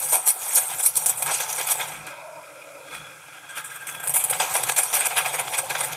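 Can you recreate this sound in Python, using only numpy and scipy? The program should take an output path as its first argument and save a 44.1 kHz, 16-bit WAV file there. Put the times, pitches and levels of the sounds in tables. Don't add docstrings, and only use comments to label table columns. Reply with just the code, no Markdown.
import sys
import numpy as np
from scipy import signal
from scipy.io import wavfile
from scipy.ndimage import uniform_filter1d

SR = 44100
rng = np.random.default_rng(int(sys.argv[2]) if len(sys.argv) > 2 else 0)


def int16_out(signal):
    q = np.round(np.clip(np.atleast_2d(signal).T, -1, 1) * 32767)
    wavfile.write(sys.argv[1], SR, q.astype(np.int16))


N = 262836
T = np.arange(N) / SR

# f/Hz, relative level per Hz/dB
HISS_SPECTRUM = [(2060, -23), (3500, -13.5), (4620, -9), (4980, -11), (5380, -9), (5620, -5.5), (7280, -1),
                 (8310, 7.5), (9850, 6.5), (10700, 2.5), (12300, 4.5), (14900, -3.5), (15800, -18)]
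# f/Hz, relative level per Hz/dB
GURGLE_SPECTRUM = [(130, -48), (220, -27), (340, -13), (509, -0.5), (615, -1.5), (742, 3), (949, 2),
                   (1200, -4), (1620, -5.5), (1850, -10.5), (2330, -2.5), (2850, -11.5), (3390, -7),
                   (4100, -15), (4900, -14), (5600, -20), (7000, -14), (9100, -23), (15400, -120)]

HOLD_S, FALL_CURVE = 0.00078, 1.013
TEAR_HZ, TEAR_HZ_PER_DB, TEAR_SCATTER_HZ = 9220, 166, 750
BRIGHT_DB, BRIGHT_DB_PER_S = 2.5, 186
BITE_HZ = 6230
FOAM_WIDTH_HZ = 176
JUG_NOTE_HZ, JUG_NOTE_WIDTH_HZ, WHISTLE_HZ, WHISTLE_WIDTH_HZ = 1605, 84, 3370, 110
POCKET_WIDTH_HZ, UPPER_HZ, UPPER_WIDTH_HZ = 120, 954, 160
STEADY = 0.22
KNOCK_DB = -29
MAINS_HZ = 51
PUMP_START_S, PUMP_EVERY_S, PUMP_STROKE_S = 0.915, 0.995, 0.11
EDGE_HZ = 15750


def gain_of(db):
    return 10 ** (np.asarray(db) / 20)


def evened(x):
    return x / np.sqrt(np.mean(x ** 2) + 1e-20)


def curves(rows):
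    times, *columns = np.transpose(rows)
    return [np.interp(T, times, column) for column in columns]


def colour(x, points, ring=1, size=8192):
    # f/Hz, width/Hz, boost or dip/dB before scaling by ring;
    # those above 8 kHz are thin steady lines in the hiss
    narrow_features = [(296, 6.8, 7), (525.4, 14, 4.5), (753, 14, 8), (800, 200, 1), (871, 15.6, 6.5),
                       (990, 52, 2), (1137, 9.4, -37), (1323, 49, 5), (1639, 60, 7), (2028, 34, 5),
                       (2334, 69, 0), (2530, 380, 3.5), (3325, 250, 3), (3680, 63, 1), (4720, 81, -13.5),
                       (4950, 210, 2.5), (5380, 115, -17), (5680, 180, 7), (8580, 70, 3.5), (9010, 40, 3),
                       (9825, 45, 3.5), (10188, 25, 4.5), (10760, 35, 3), (11187, 35, 3), (12320, 40, 4.5)]
    hz = abs(np.fft.fftfreq(size, 1 / SR))
    f, db = np.transpose(points)
    db = np.interp(np.log(hz + 1), np.log(f + 1), db, left=-80, right=-80)
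    for f0, width, boost_db in narrow_features:
        db = db + ring * boost_db / (1 + (2 * (hz - f0) / width) ** 2)
    log_gain = np.log(gain_of(db))
    phase = -signal.hilbert(log_gain).imag
    taps = np.fft.ifft(np.exp(log_gain + 1j * phase)).real[:size // 2]
    return signal.oaconvolve(x, taps / np.linalg.norm(taps))[:N]


def resonate(x, hz, width):
    turn = np.exp(2j * np.pi * np.cumsum(hz) / SR)
    r = np.exp(-np.pi * width / SR)
    return 2 * (turn * signal.lfilter([1 - r], [1, -r], x / turn)).real


def note(drive, hz, width, db):
    tone = evened(resonate(resonate(drive, hz, width), hz, width))
    envelope = abs(signal.hilbert(tone))
    return gain_of(db) * evened(tone / (envelope + 0.43) ** STEADY)


def sputter(per_s, spread_db, grain_s, share, patchy_db, streaky_db=0):
    happens = rng.random(N) < per_s / SR
    collapses = gain_of(spread_db * np.minimum(rng.exponential(1, N), 3)) * happens
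    pole = [1, -np.exp(-1 / (abs(grain_s) * SR + 1))]
    puffs = evened(signal.lfilter([1], pole, signal.lfilter([1], pole, collapses)))
    noise = (1 + share * puffs) * rng.standard_normal(N)
    z = signal.stft(noise, nperseg=256, noverlap=192)[2]

    def smooth_field(bins, frames):
        field = uniform_filter1d(rng.standard_normal(z.shape), size=bins, axis=0)
        return evened(uniform_filter1d(field, size=frames, axis=1))
    patches = smooth_field(4, 14)
    streaks = smooth_field(2, 50)
    z = z * gain_of(streaky_db * streaks) * gain_of(patchy_db * patches)
    return evened(signal.istft(z, nperseg=256, noverlap=192)[1][:N])


def burst_shapes():
    # t/s, hiss level/dB, gurgle level/dB, rise/s (at least 0.001),
    # fall to -60 dB/s (sign ignored, at least 0.01)
    bursts = [(.0084, -30, -47, 0.03, 0.3), (.085, -26, -45, 0.0015, 0.36),
              (0.112, -17.5, -23.5, 0.021, 0.16), (0.136, -31, -24.5, 0.0071, 0.18),
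              (.146, -19.5, -33, .004, 0.07), (0.254, -15, -36, 0.035, 0.09),
              (0.289, -22, -35, 0.017, 0.04), (0.388, -39, -42, 0.033, -1.3),
              (0.4803, -29.5, -40, .001, 0.02), (.485, -31.5, -47, 0.045, 0.7),
              (.54, -16.5, -35.5, 0.021, 0.16), (0.563, -17, -30, 0.022, 0.05),
              (0.685, -37, -36.5, 0.024, 0.32), (0.778, -27, -38.5, 0.025, 0.1),
              (0.823, -22, -45, 0.015, 0.22), (0.848, -15.5, -39, 0.017, 0.11),
              (0.9545, -20, -30.5, 0.0015, 0.02), (0.962, -16, -35, 0.01, 0.03),
              (1.0592, -15.5, -30, 0.0011, 0.09), (1.075, -23, -33, 0.027, -0.07),
              (1.172, -32, -45, 0.0015, -0.55), (1.2192, -21, -28, 0.0057, 0.05),
              (1.258, -30, -26, 0.0017, 0.2), (1.269, -46, -30, 0.011, 0.57),
              (1.304, -30.5, -39, 0.0055, 0.22), (1.314, -29.5, -35, 0.036, 0.15),
              (1.4, -28.5, -26.5, 0.0032, 0.15), (1.412, -34, -34, 0.024, 0.08),
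              (1.4782, -31, -41, 0.03, .1), (1.525, -24, -50, 0.0033, -0.03),
              (1.546, -35.5, -53, 0.0027, -1.5), (1.578, -34, -31, 0.0034, 0.24),
              (1.593, -37, -35, 0.018, 0.25), (1.666, -28.5, -29.5, 0.0056, 0.33),
              (1.691, -16.5, -29, 0.029, 0.05), (1.7895, -42, -30, 0.02, 0.29),
              (1.871, -42, -59, 0.0027, 0.75), (2.065, -40.5, -39.5, 0.0017, 0.26),
              (2.895, -40.5, -45.5, 0.057, 0.18), (3.062, -50, -44, 0.0093, 0),
              (3.31, -54, -52, 0.014, 0.5), (3.485, -42.5, -44, 0.012, 0.2), (3.546, -33.5, -36, 0.03, 0.2),
              (3.64, -36.5, -47, 0.005, 0.27), (3.695, -42.5, -44.5, 0.0084, 0.45),
              (3.741, -35.5, -42.5, 0.021, 0.07), (3.7924, -43.5, -50.5, 0.012, 0.44),
              (3.868, -32.5, -39.5, 0.002, 0.33), (3.878, -33, -35.5, 0.014, 0.1),
              (3.9414, -37, -42.5, 0.0069, 0.06), (3.9953, -36.5, -42, 0.0076, 0.06),
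              (4.025, -36.5, -42.5, 0.01, 1.1), (4.072, -19, -30, 0.002, 0),
              (4.076, -21.5, -33, 0.0032, 0.05), (4.094, -22, -32, 0.0012, 0.1),
              (4.137, -18, -27, 0.0056, 0.1), (4.152, -16.5, -29, 0.016, 0.1),
              (4.192, -27, -35, 0.0032, 0.2), (4.238, -20, -33, 0.0032, 0.07),
              (4.246, -19.5, -42, 0.0046, 0), (4.295, -20.5, -28, 0.0052, 0.06),
              (4.303, -18, -28, 0.0087, -0.03), (4.323, -30.5, -29, 0.0077, 0.18),
              (4.396, -33.5, -21.5, 0.0055, 0.24), (4.412, -28, -29, 0.0075, 0.04),
              (4.4931, -36, -47, 0.0037, 0.3), (4.536, -28, -33, 0.0046, 0.17),
              (4.548, -26.5, -25.5, 0.0058, 0.1), (4.631, -22.5, -26.5, 0.006, 0.02),
              (4.666, -34.5, -33, 0.0034, 0.33), (4.685, -24, -22.5, 0.012, 0.03),
              (4.7138, -26.5, -29.5, 0.0081, 0), (4.761, -21.5, -28, 0.0047, 0.12),
              (4.77, -16, -29, 0.015, 0.1), (4.831, -24, -33, 0.0024, 0.04),
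              (4.926, -29, -28, 0.0085, 0.06), (4.935, -20.5, -26.5, 0.004, 0.21),
              (4.945, -33, -27, 0.018, 0.1), (4.9725, -42, -31, 0.0026, 0.1),
              (5.002, -30, -36, .001, -0.05), (5.004, -37, -28, 0.0039, 0.28),
              (5.042, -23.5, -28, 0.027, 0.02), (5.1, -55, -29, 0.011, -0.15),
              (5.154, -31, -23, 0.022, 0.18), (5.168, -24, -24, .014, 0.08),
              (5.24, -33.5, -28.5, 0.02, 0.26), (5.323, -30, -29, 0.021, 0.13),
              (5.381, -27.5, -25, 0.018, 0.07), (5.468, -45.5, -30, 0.015, 0),
              (5.517, -34, -31.5, 0.032, 0.07), (5.565, -24.5, -29.5, 0.024, 0.06),
              (5.692, -31.5, -24.5, 0.011, 0.1), (5.735, -42, -31.5, 0.017, 0.37),
              (5.772, -30, -32, 0.019, .05), (5.803, -26, -28, 0.006, 0.07),
              (5.824, -29.5, -31.5, 0.014, 0.2), (5.911, -33.5, -35.5, 0.022, 0.02)]
    hiss, gurgle = np.full(N, 1e-12), np.full(N, 1e-12)
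    centre, bright = TEAR_HZ * hiss, 0 * gurgle
    for (s, hiss_db, gurgle_db, rise, t60), chance in zip(bursts, rng.standard_normal(len(bursts))):
        start, rise = max(round(s * SR), 0), max(rise, 0.001)
        hz = TEAR_HZ + TEAR_HZ_PER_DB * (hiss_db + 24.0) + TEAR_SCATTER_HZ * chance
        t = T[start:start + SR // 2] - T[start]
        at = slice(start, start + len(t))
        falling_s = np.maximum(t - rise - HOLD_S, 0)
        fall = gain_of(-60 * (falling_s / max(abs(t60), 0.01)) ** FALL_CURVE)
        shape = np.minimum(t / rise, 1) * fall
        hiss_power = (shape * gain_of(hiss_db)) ** 2
        gurgle_power = (shape * gain_of(gurgle_db)) ** 2
        hiss[at] += hiss_power
        centre[at] += hiss_power * hz
        gurgle[at] += gurgle_power
        bright[at] += gurgle_power * (BRIGHT_DB + BRIGHT_DB_PER_S * rise)
    return hiss, centre / hiss, gurgle, bright / gurgle


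def jet():
    # t/s, hiss level/dB, gurgle level/dB, added brightness of the burst gurgle/dB
    jet_levels = [(0.0, -31, -38, 5), (0.2, -43, -41, -12), (0.26, -36, -43.5, 2.5), (0.61, -34, -39.5, 3),
                  (0.93, -42, -46, 5), (0.98, -28, -39, -3.5), (1.2, -36.5, -39.5, 0),
                  (1.58, -41.5, -36, 4.5), (1.8, -36, -37, -1), (1.99, -56, -42.5, -6),
                  (2.31, -54, -50, 12), (2.8, -53, -48, 15), (2.95, -51, -46.5, -2.5),
                  (3.2, -52.5, -51, -1), (3.45, -53, -47, 0), (3.7, -54, -45, 1), (4.03, -48.5, -46, -4.5),
                  (4.26, -39, -37.5, 3.5), (4.6, -34, -31, 2.5), (4.75, -40.5, -40.5, 3),
                  (4.85, -33, -34.5, 4.5), (5.45, -41.5, -35, 0), (5.51, -36.5, -37, 7),
                  (5.96, -47, -35.5, 1)]
    # t/s, depth (surface 0, just under 1, sunk 2)
    tip_depth = [(0, 0), (1.85, 0), (2.2, 2), (2.85, 2), (3.0, 1.5), (3.5, 1), (3.9, 1), (4.1, 0),
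                 (5.96, 0)]
    # t/s, relative level/dB
    bite = [(0, -1), (1.0, 4), (1.2, -8.5), (1.32, 14), (1.5, 10), (1.7, 3.5), (1.9, 4), (2.2, 4), (3.5, 0),
            (4.2, -23), (4.4, 7.5), (4.9, 5.5), (5.1, 5.5), (5.3, -2), (5.6, 6), (5.96, 5)]
    # f/Hz, relative level per Hz/dB
    fizz_spectrum = [(2060, -55), (3500, -25), (4680, -10), (5280, 6), (5660, 1), (6200, 4.5), (8150, 7),
                     (9080, 8), (11500, 4.5), (12300, 3), (13000, -2), (15800, -9)]
    # f/Hz, relative level per Hz/dB
    shallow_spectrum = [(130, -68), (220, -25), (310, -11), (400, -13.5), (520, -6), (900, -5),
                        (1150, -3.5), (1350, -1.5), (1620, -2.5), (1800, -10.5), (2400, -4), (2900, -12),
                        (3390, -7), (3900, -16.5), (7200, -21)]
    # f/Hz, relative level per Hz/dB
    sunk_spectrum = [(130, -57), (220, -23), (310, -1), (450, -16), (800, -6.5), (1250, -11.5),
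                     (1570, -1.5), (1750, -21), (2050, -5), (2410, 1.5), (2900, -15.5), (3350, -11.5),
                     (4200, -16), (5500, -14), (7200, -48)]
    # t/s, rumble level/dB
    swirl_levels = [(0.0, -54), (0.18, -59.5), (0.28, -73), (0.51, -59), (0.73, -57), (0.75, -48),
                    (0.86, -75), (0.96, -52.5), (1.29, -50.5), (1.31, -57), (1.64, -56), (1.99, -49.5),
                    (2.26, -65), (2.89, -62.5), (2.97, -52), (3.25, -63.5), (4.05, -57.5), (4.08, -42.5),
                    (4.12, -52), (4.6, -51), (4.85, -59.5), (5.45, -49), (5.54, -57), (5.59, -48),
                    (5.66, -52.5), (5.96, -46)]
    # f/Hz, relative level per Hz/dB
    rumble_spectrum = [(12, -52), (20, -32), (27, -30), (70, -23), (140, -2), (162, -2.5), (199, -20),
                       (246, -35), (260, -31), (340, -17), (570, -120)]

    hiss_db, gurgle_db, added_bright_db = curves(jet_levels)
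    hiss_power, centre_hz, gurgle_power, bright_db = burst_shapes()
    bright_db = bright_db + added_bright_db
    depth = curves(tip_depth)[0]
    surface, shallow, sunk = (np.sqrt(np.clip(1 - abs(depth - k), 0, 1)) for k in range(3))

    tear = sputter(per_s=500, spread_db=15.5, grain_s=0.00034, share=0.23, patchy_db=3, streaky_db=2.5)
    band = 0.5 * evened(resonate(tear, centre_hz, 2800))
    torn = evened(tear + band) * np.sqrt(hiss_power)
    hiss = colour(torn + tear * gain_of(hiss_db) * surface, HISS_SPECTRUM)
    lower = signal.sosfiltfilt(signal.butter(3, BITE_HZ, fs=SR, output="sos"), hiss)
    hiss = hiss + lower * (gain_of(curves(bite)[0]) - 1)
    fizz = sputter(per_s=150, spread_db=1, grain_s=0.002, share=0.1, patchy_db=0.6) * gain_of(hiss_db)
    hiss += colour(fizz * np.sqrt(1 - surface ** 2), fizz_spectrum, ring=0.27)

    spit = sputter(per_s=90, spread_db=3.5, grain_s=0.0036, share=0.48, patchy_db=2.5, streaky_db=1.2)
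    large = signal.sosfilt(signal.butter(2, 1600, fs=SR, output="sos"), spit)
    tilt = gain_of(bright_db / 2)
    spit = (large / tilt + (spit - large) * tilt) * np.sqrt(gurgle_power)
    simmer = sputter(per_s=90, spread_db=2, grain_s=0.002, share=0.25, patchy_db=1.8, streaky_db=1.5)
    churn = spit + simmer * gain_of(gurgle_db)
    gurgle = colour(churn * surface, GURGLE_SPECTRUM)
    gurgle = gurgle + colour(churn * shallow, shallow_spectrum) + colour(churn * sunk, sunk_spectrum)

    swirl = sputter(per_s=15, spread_db=3, grain_s=0.02, share=0.6, patchy_db=0)
    rumble = colour(swirl * gain_of(curves(swirl_levels)[0]), rumble_spectrum)
    return hiss + gurgle + rumble


def foam(drive):
    # t/s, resonance f/Hz, level/dB, jug note level/dB, whistle level/dB
    foam_notes = [(2.8, 1320, -51, -66, -74), (2.93, 1310, -48, -57, -47), (3.06, 1340, -46.5, -52.5, -53),
                  (3.21, 1350, -58, -57, -67), (3.35, 1390, -45.5, -54, -59), (3.44, 1370, -60, -59, -67),
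                  (3.5, 1340, -53, -44, -49), (3.58, 1310, -46, -52, -61), (3.69, 1350, -52, -50, -61),
                  (3.72, 1330, -50, -41, -60), (3.74, 1350, -57, -57, -57), (3.76, 1320, -46, -39, -53),
                  (3.79, 1320, -57, -52, -62), (3.82, 1320, -47, -34.5, -66), (3.86, 1310, -54, -52, -60),
                  (3.93, 1300, -54, -50, -46), (4.04, 1330, -46, -40, -54), (4.15, 1300, -74, -62, -70)]
    foam_hz, foam_db, jug_db, whistle_db = curves(foam_notes)
    hollow = note(drive, foam_hz, FOAM_WIDTH_HZ, foam_db)
    jug_note = note(drive, JUG_NOTE_HZ + 0 * T, JUG_NOTE_WIDTH_HZ, jug_db)
    return hollow + jug_note + note(drive, WHISTLE_HZ + 0 * T, WHISTLE_WIDTH_HZ, whistle_db)


def snaps(crack_s=0.0007, knock_s=0.002):
    # t/s, level of the excitation/dB before filter and trim
    collapses = [(.0858, -26), (.2705, 1), (.2745, 1.5), (0.479, -23), (.7828, -16), (0.819, -29),
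                 (0.9574, -19), (0.9645, -10), (0.9762, 2), (1.059, -10), (1.068, -2), (1.097, -2),
                 (1.173, -18), (1.223, -14), (1.259, -18), (1.581, -26), (1.6701, -18), (1.712, -13),
                 (2.066, -31), (3.869, -19), (4.075, -28), (4.095, -10), (4.139, -12), (4.1659, -9),
                 (4.239, -7), (4.539, -13), (4.6344, -12), (4.771, -9), (4.782, -9), (4.8335, -21.5),
                 (4.9362, -8), (4.9685, 2), (5.0647, -7.5), (5.1748, -14), (5.399, -16), (5.699, -23),
                 (5.8071, -18)]
    crack, knock, t = np.zeros(N), np.zeros(N), T[:600]
    for (s, db), noise in zip(collapses, rng.standard_normal((len(collapses), 2, len(t)))):
        at = slice(round(s * SR), round(s * SR) + len(t))
        room = len(crack[at])
        crack[at] += (gain_of(db) * noise[0] * np.exp(-t / crack_s))[:room]
        knock[at] += (gain_of(db + KNOCK_DB) * noise[1] * np.exp(-t / knock_s))[:room]
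    return gain_of(-12) * colour(crack, HISS_SPECTRUM) + colour(knock, GURGLE_SPECTRUM)


def pump():
    # multiple of the mains frequency, relative level/dB
    partials = [(1, 5), (2, -34), (3, 12.5), (4, 8.5), (6, -3)]
    # level/dB of the buzz, which the rattle adds to
    stroke_db = [-62, -54, -56, -61, -57, -58]
    buzz = evened(sum(gain_of(db) * np.sin(2 * np.pi * (k * MAINS_HZ * T + rng.random()))
                      for k, db in partials))
    cycle = MAINS_HZ * T % 1
    knocks = np.exp(-cycle / 0.086) * rng.standard_normal(N)
    sound = buzz + gain_of(-7) * colour(evened(knocks), GURGLE_SPECTRUM)
    stroke, since = np.divmod(T - PUMP_START_S, PUMP_EVERY_S)
    fade = 1 + (PUMP_STROKE_S - since) / 0.05
    on = np.clip(np.minimum(since / 0.025, fade), 0, 1)
    return gain_of(stroke_db)[stroke.astype(int)] * (stroke >= 0) * on * sound


def pocket(drive):
    # t/s, resonance f/Hz, level/dB, upper note level/dB
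    pocket_notes = [(1.95, 650, -72, -66), (2.1, 595, -47.5, -58), (2.17, 590, -49.5, -44.5),
                    (2.27, 643, -42.5, -47), (2.4, 620, -45, -44.5), (2.45, 590, -47, -56),
                    (2.6, 560, -49.5, -56), (2.74, 595, -44.5, -59), (2.82, 533, -47, -51),
                    (2.97, 527, -53.5, -70), (3.12, 524, -53, -74), (3.25, 505, -64.5, -74)]
    hz, low_db, upper_db = curves(pocket_notes)
    moan = note(drive, hz, POCKET_WIDTH_HZ, low_db)
    return moan + note(drive, UPPER_HZ + 0 * T, UPPER_WIDTH_HZ, upper_db)


def kitchen(x, t60=0.11, first_s=0.002):
    at = np.arange(round(first_s * SR), SR // 2, 22)
    signs = rng.choice([-1., 1.], len(at))
    taps = np.zeros(SR)
    taps[at + rng.integers(0, 22, len(at))] = signs * gain_of(-60 * at / SR / t60)
    return signal.oaconvolve(x, taps / np.linalg.norm(taps))[:N]


def scene():
    drive = sputter(per_s=40, spread_db=2, grain_s=0.008, share=0.25, patchy_db=0)
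    near = jet() + foam(drive) + snaps() + pump() + pocket(drive)
    treble = signal.sosfilt(signal.butter(2, 1500, "high", fs=SR, output="sos"), near)
    return (near + gain_of(-12) * kitchen(treble))[None]


def record(dry):
    ceiling = 1.1
    rounded = ceiling * np.tanh(dry / ceiling)
    low_pass = signal.firwin(511, EDGE_HZ, window=("kaiser", 9), fs=SR)
    return signal.oaconvolve(rounded, low_pass[None], "same")


dry = scene()
out = record(dry)
int16_out(out)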